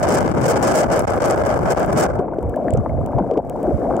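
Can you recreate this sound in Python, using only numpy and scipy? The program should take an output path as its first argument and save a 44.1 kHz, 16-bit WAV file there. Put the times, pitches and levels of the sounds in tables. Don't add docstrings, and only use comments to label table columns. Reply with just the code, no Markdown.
import sys
import numpy as np
from scipy import signal
from scipy.fft import rfft, irfft
from scipy.io import wavfile

SR = 44100
rng = np.random.default_rng(int(sys.argv[2]) if len(sys.argv) > 2 else 0)


def dump_mix(stems):
    frames = np.atleast_2d(stems).T
    limited = np.clip(frames, -1, 1)
    pcm = np.round(limited * 32767).astype(np.int16)
    wavfile.write(sys.argv[1], SR, pcm)


N = 176400

# time in seconds, relative level in dB.
FOAM_LEVEL = [(0, -40.5), (.05, -38.5), (.15, -23.5), (.22, -37), (.35, -44), (.43, -36), (.51, -20),
              (.55, -38.5), (.6, -42.5), (.65, -30.5), (.81, -25), (.87, -49.5), (.95, -32.5), (1.04, -43),
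              (1.15, -41), (1.23, -38), (1.36, -44.5), (1.48, -37.5), (1.62, -45), (1.72, -40),
              (1.79, -43.5), (1.94, -45), (2.0, -22), (2.04, -25.5), (2.08, -51.5)]
DEEP_LEVEL = [(0, -22), (.12, -8.5), (.2, -10), (.32, -9), (.53, -11.5), (.68, -7), (.9, -18), (1.25, -51),
              (1.63, -16.5), (1.78, -44), (1.97, -8), (2.12, -33.5), (2.4, -43)]
SURGE_LEVEL = [(0, -11), (.33, -2.5), (.5, -8), (.97, -13), (1.06, -5), (1.28, -15.5), (1.45, -8.5),
               (2.08, -14), (2.22, -17.5)]
GURGLE_LEVEL = [(2.1, -42), (2.2, -25.5), (2.38, -30.5), (2.52, -29), (2.65, -25), (2.75, -28), (2.84, -30),
                (3.1, -29.5), (3.2, -25.5), (3.28, -30), (3.37, -27), (3.42, -38), (3.52, -29.5),
                (3.65, -25.5), (3.77, -28.5), (3.85, -24.5), (4, -21)]
FIZZ_LEVEL = [(2.25, -74), (2.4, -60), (2.7, -50.5), (2.85, -54), (3.1, -53.5), (3.3, -53.5), (3.41, -61),
              (3.6, -47.5), (4, -45.5)]
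# frequency in Hz, relative spectrum level in dB.
FOAM_SPECTRUM = [(100, -5.5), (250, -7), (420, -4), (600, 1), (760, -3.5), (1000, -17), (1600, -16),
                 (3000, -48.5), (8000, -48.5), (16000, -67)]
DEEP_SPECTRUM = [(60, -21), (130, -1), (270, -2.5), (400, -7.5), (700, -25.5), (6000, -77)]
SURGE_SPECTRUM = [(30, -1.5), (60, -1), (120, -9), (250, -26.5), (600, -47), (2000, -92)]
GURGLE_SPECTRUM = [(100, -13), (270, 2), (400, -2), (560, 1), (710, 1), (850, -12), (1100, -18),
                   (1600, -28), (3200, -39), (6000, -59)]
PLINK_SPECTRUM = [(250, -43), (600, -2), (950, -3.5), (4000, -53)]
RUMBLE_SPECTRUM = [(45, 2), (80, -1), (140, -5), (250, -8.5), (600, -71.5), (2000, -101)]
FIZZ_SPECTRUM = [(1500, 13), (2600, 6.5), (3900, 8), (5200, -3), (8000, -8.5), (11000, -8.5), (16000, -7)]
# start in seconds, relative level in dB.
SLAPS = [(0.028, 0), (0.558, -0.5), (0.627, 6), (0.924, 2), (0.993, -12.5), (1.075, -3.5), (1.116, -9),
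         (1.247, -5.5), (1.274, -11), (1.298, -3), (1.376, -15), (1.517, -16), (1.667, -25), (1.705, -1),
         (1.772, -10), (1.802, -14.5), (1.878, -19)]
CHOKE_TIMES = [0.529, 0.613, 1.062, 1.137, 1.205, 1.239, 1.758]
# start in seconds, relative level in dB.
SPRAYS = [(.087, -26.5), (.961, -31), (.992, -23.5), (1.102, -33), (1.257, -26.5), (1.28, -37),
          (1.308, -27), (1.461, -32), (1.72, -30)]
# start in seconds, relative level in dB, pitch in Hz, decay in seconds.
GULPS = [(1.178, -14.5, 409, 0.012), (2.192, -8, 378.4, 0.0075), (2.384, -10, 422, 0.007),
         (2.656, -14.5, 720, 0.0079), (2.747, -10.5, 518, 0.0085), (2.86, -10.5, 690, 0.005),
         (3.182, -13.5, 683, 0.016), (3.205, -13, 215, 0.021), (3.299, -12.5, 568, 0.0049),
         (3.311, -10.5, 540, 0.014), (3.331, -15.5, 418.7, 0.016), (3.371, -8.5, 430, 0.014),
         (3.388, -15, 575, 0.014), (3.676, -12, 293.2, 0.021), (3.705, -17.5, 516.5, 0.027),
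         (3.9, -16, 640, 0.014)]
# start and length in seconds, pitch in Hz, level and leftward pan in dB.
EDDIES = [(2.376, 0.17, 65.9, -17, -1), (2.722, 0.033, 86, -10.5, -10.5), (2.739, 0.1, 117.7, -11, 2.5),
          (2.792, 0.36, 87.94, -18, -7), (3.132, 0.059, 110.4, -14.5, 4.5),
          (3.716, 0.066, 63.4, -18.5, -24)]
# start in seconds, starting pitch in Hz, relative level in dB.
PINGS = [(2.284, 875, -21.5), (2.335, 1420, -28.5), (2.541, 1610, -23.5), (2.683, 1790, -15.5),
         (2.861, 1840, -27), (2.895, 2100, -27.5), (3.132, 880, -20), (3.186, 943, -16.5)]
# start in seconds, pitch in Hz, level in dB.
CHIRPS = [(2.7066, 7550, -33.5), (2.7375, 7900, -31.5), (2.774, 6000, -37.5), (3.967, 6850, -37)]
# start in seconds, relative level in dB.
SNAPS = [(2.191, -7), (2.389, -12), (3.1869, -8.5), (3.3124, -5.5), (3.339, -11), (3.375, -1.5),
         (3.379, -11)]
# start in seconds, click level in dB, leftward pan in dB.
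TICKS = [(1.361, -25, 10), (1.797, -21, 20), (1.862, -26, 17), (1.931, -17, 2), (2.4287, -33.5, 13),
         (2.4957, -30, 10), (2.5614, -27, 3), (3.0622, -30, -26), (3.4976, -18, 0), (3.6306, -25.5, -6)]
# frequency in Hz, gain in dB, Q.
HOUSING = [(640, 2.5, 0.52), (1870, -12, 14), (2644, -9.5, 3.62), (3384, -9, 17.5), (3986, -14, 3.7),
           (5350, 3, 2.4), (7900, 8, 2.77)]

FOAM_BUBBLES_PER_S, FOAM_LIKENESS = 3500, 0.64
FOAM_DRIVE_DB, FOAM_REFERENCE_DB, FOAM_FOLLOWS = -8, -35.5, 0.87
FLUTTER_DB, FLUTTER_HZ = 3.5, 51.02
HOLLOW_HZ, HOLLOW_DB = 647, -2
CHOKE_DB, CHOKE_S = -5.5, 0.0088
SPATTER_PER_S, SPATTER_DB = 300, -31
OVERLOAD_DB, RECOVERY_HZ = -15.5, 78
SPRAY_BAND_HZ, SNAP_BAND_HZ = (1600, 11600), (2100, 3580)
GURGLE_PER_S, GURGLE_DB, BUBBLE_PAN_DB = 1100, 2.5, 1.7
PLINKS_PER_S, PLINKS_DB = 45, -15.5
PING_CYCLES, PING_RISE_PER_S = 30, 13
CHIRP_T60_S, CHIRP_PAN_DB, CHIRP_SNAP_DB = 0.0029, 14, 29
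RUMBLE_DB, RUMBLE_SWING_DB = -31.5, 3
FIZZ_DB, CRACKLE_PER_S, CRACKLE_DB = -5, 77, -55
LOW_CUT_HZ, TOP_CUT_HZ, MIC_PAN_DB = 48, 16000, 1.25


def foam():
    bubbles = two_mics(lambda: cloud(FOAM_BUBBLES_PER_S, cycles=17.3, spread_db=4.5), FOAM_LIKENESS)
    bubbles = colour(bubbles, FOAM_SPECTRUM)
    violence_db = in_time(FOAM_LEVEL) - FOAM_REFERENCE_DB
    flutter_db = FLUTTER_DB * two_mics(lambda: drift(FLUTTER_HZ), likeness=1)
    gusts = bubbles * from_db(FOAM_DRIVE_DB + FOAM_FOLLOWS * violence_db + flutter_db)
    churn = gusts + slaps(bubbles)
    deep = deep_bubbles()
    swell = surges()
    spatter = pops(SPATTER_PER_S) * from_db(SPATTER_DB + violence_db)
    passing = from_db(in_time([(2.06, -0.5), (2.2, -2.5), (2.35, -66.5)]))
    return (churn + swell + spatter) * passing + deep + chokes()


def slaps(bubbles):
    hollow = two_mics(lambda: wobble(HOLLOW_HZ, wander=0.14, rate_hz=FLUTTER_HZ), FOAM_LIKENESS)
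    return bursts(SLAPS, decay_s=0.018) * (bubbles / 2 + from_db(HOLLOW_DB) * hollow)


def deep_bubbles():
    roar = noise(DEEP_SPECTRUM, likeness=0.916)
    return roar * from_db(in_time(DEEP_LEVEL) + 4.4 * drift(rate_hz=19)) * pan(5.2)


def surges():
    return noise(SURGE_SPECTRUM, likeness=0.072) * from_db(in_time(SURGE_LEVEL)) * pan(-3)


def chokes():
    t = np.arange(N) / SR
    return from_db(CHOKE_DB) * sum(np.exp(-((t - middle) / CHOKE_S) ** 4) for middle in CHOKE_TIMES)


def overload(pressure):
    limit = from_db(OVERLOAD_DB)
    return butter(np.clip(pressure, -limit, limit), RECOVERY_HZ, "high")


def spray():
    hiss = butter(rng.standard_normal((2, N)), SPRAY_BAND_HZ, "band")
    return hiss * bursts(SPRAYS, decay_s=0.0053)


def gurgle():
    bubbles = two_mics(lambda: cloud(GURGLE_PER_S, cycles=14.2, spread_db=-0.5, wash=0.67), 0.88)
    plinks = cloud(PLINKS_PER_S, cycles=26, spread_db=0.5, wash=0.02)
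    water = colour(bubbles, GURGLE_SPECTRUM) + colour(plinks, PLINK_SPECTRUM) * from_db(PLINKS_DB)
    return water * from_db(in_time(GURGLE_LEVEL) + GURGLE_DB) * pan(BUBBLE_PAN_DB)


def gulps():
    out = 0
    for start, db, hz, decay_s in GULPS:
        age = since(start)
        shape = (1 - np.exp(-(age / 0.0017) ** 2)) * np.exp(-(age / decay_s) ** 2)
        out += from_db(db) * shape * wobble(hz, wander=0.2, rate_hz=170)
    return out * pan(BUBBLE_PAN_DB)


def eddies():
    out = 0
    for start, length, hz, db, pan_db in EDDIES:
        shape = np.sin(np.pi * np.minimum(since(start) / length, 1)) ** 2
        throb = two_mics(lambda: wobble(hz, wander=0.44, rate_hz=76), likeness=0.39)
        out += from_db(db) * pan(pan_db) * shape * throb
    return out


def pings():
    out = 0
    for start, hz, db in PINGS:
        age = since(start)
        tone = np.sin(2 * np.pi * hz * age * (1 + PING_RISE_PER_S * age / 2))
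        fade_db = -60 * np.minimum(age * hz / PING_CYCLES, 2)
        out += from_db(db + fade_db) * tone
    return butter(out, 2400, "low") * pan(BUBBLE_PAN_DB)


def chirps():
    rings = sum(from_db(db) * ring(click(start), hz, CHIRP_T60_S) for start, hz, db in CHIRPS)
    return rings * pan(CHIRP_PAN_DB)


def snaps():
    clicks = sum(from_db(db) * click(start) for start, db in SNAPS)
    clicks += sum(from_db(db + CHIRP_SNAP_DB) * click(start) for start, _, db in CHIRPS)
    return butter(clicks, SNAP_BAND_HZ, "band") * pan(BUBBLE_PAN_DB)


def grit(knock_gain=3.5):
    ticks = sum(from_db(db) * pan(pan_db) * click(start) for start, db, pan_db in TICKS)
    return ticks + knock_gain * butter(ticks, SNAP_BAND_HZ, "band")


def rumble():
    low = noise(RUMBLE_SPECTRUM, likeness=0.2)
    return low * from_db(RUMBLE_DB + RUMBLE_SWING_DB * drift(rate_hz=14)) * pan(-2.9)


def fizz():
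    grains = rng.standard_normal((2, N)) * from_db(3.8 * np.minimum(rng.exponential(1, (2, N)), 6))
    hiss = colour(grains, FIZZ_SPECTRUM) * from_db(in_time(FIZZ_LEVEL) + FIZZ_DB) * pan(6)
    return hiss + pops(CRACKLE_PER_S) * from_db(CRACKLE_DB)


def cloud(per_s, cycles, spread_db, wash=0.23, pitches=24):
    strengths = from_db(spread_db * np.minimum(rng.exponential(1, N), 3)) * rng.choice([-1, 1], N)
    births = strengths * (rng.random(N) < per_s / SR)
    pitch_index = rng.integers(0, pitches, N)
    rings = sum(hz * ring(births * (pitch_index == k), hz, cycles / hz)
                for k, hz in enumerate(np.geomspace(130, 2600, pitches)))
    return rms_one(rings) + wash * rng.standard_normal(N)


def pops(per_s, spread_db=5):
    strengths = from_db(spread_db * np.minimum(rng.exponential(1, (2, N)), 3.5))
    signs = rng.choice([-1, 1], (2, N))
    popping = rng.random((2, N)) < per_s * from_db(5 * drift(rate_hz=30)) / SR
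    return strengths * signs * popping


def ring(clicks, hz, t60):
    r, w = from_db(-60 / (t60 * SR)), 2 * np.pi * hz / SR
    return signal.lfilter([0, np.sin(w)], [1, -2 * r * np.cos(w), r * r], clicks + 1e-18)


def wobble(hz, wander, rate_hz):
    pitch_hz = hz * np.exp(wander * drift(rate_hz))
    return np.sin(2 * np.pi * np.cumsum(pitch_hz) / SR)


def bursts(rows, decay_s):
    t = np.arange(N) / SR
    return sum(from_db(db) * (t > start) * np.exp(-((t - start) / decay_s) ** 2) for start, db in rows)


def drift(rate_hz, hop=40):
    r = np.exp(-2 * np.pi * rate_hz * hop / SR)
    slow = signal.lfilter([1], [1, -2 * r, r * r], rng.standard_normal(N // hop + 2002))[2000:]
    return np.interp(np.arange(N) / hop, np.arange(len(slow)), rms_one(slow))


def two_mics(make, likeness):
    return np.sqrt(likeness) * make() + np.sqrt(1 - likeness) * np.array([make(), make()])


def noise(spectrum, likeness):
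    return colour(two_mics(lambda: rng.standard_normal(N), likeness), spectrum)


def colour(x, spectrum):
    hz, db = np.transpose(spectrum)
    bins_hz = np.arange(N // 2 + 1) * SR / N
    gain = from_db(np.interp(np.log(bins_hz + 1), np.log(hz), db))
    cepstrum = irfft(np.log(gain))
    cepstrum[1:N // 2] *= 2
    cepstrum[N // 2 + 1:] = 0
    return rms_one(irfft(rfft(x) * np.exp(rfft(cepstrum))))


def butter(x, hz, kind):
    return signal.sosfilt(signal.butter(2, hz, kind, fs=SR, output="sos"), x + 1e-18)


def click(start):
    return 1.0 * (np.arange(N) == int(start * SR))


def since(start):
    return np.maximum(np.arange(N) / SR - start, 0)


def in_time(rows):
    return np.interp(np.arange(N) / SR, *np.transpose(rows))


def pan(left_db):
    return from_db(np.array([[left_db], [-left_db]]) / 2)


def from_db(db):
    return 10 ** (np.asarray(db) / 20)


def rms_one(x):
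    return x / np.sqrt(np.mean(x ** 2) + 1e-20)


def scene():
    wave = overload(foam()) + spray()
    emerging = np.minimum(since(2.02) / 0.2, 1)
    calm_water = emerging * (gurgle() + rumble() + fizz())
    return wave + calm_water + gulps() + eddies() + pings() + chirps() + snaps() + grit()


def record(dry):
    x = dry
    for hz, db, q in HOUSING:
        w, gain = 2 * np.pi * hz / SR, from_db(db / 2)
        width = np.sin(w) / (2 * q)
        x = signal.lfilter([1 + width * gain, -2 * np.cos(w), 1 - width * gain],
                           [1 + width / gain, -2 * np.cos(w), 1 - width / gain], x)
    x = butter(x, LOW_CUT_HZ, "high") * pan(MIC_PAN_DB)
    x = x / (1 + (x / 0.5) ** 8) ** (1 / 8)
    return signal.sosfilt(signal.ellip(10, 0.2, 80, TOP_CUT_HZ, fs=SR, output="sos"), x)


dry = scene()
out = record(dry)
dump_mix(out)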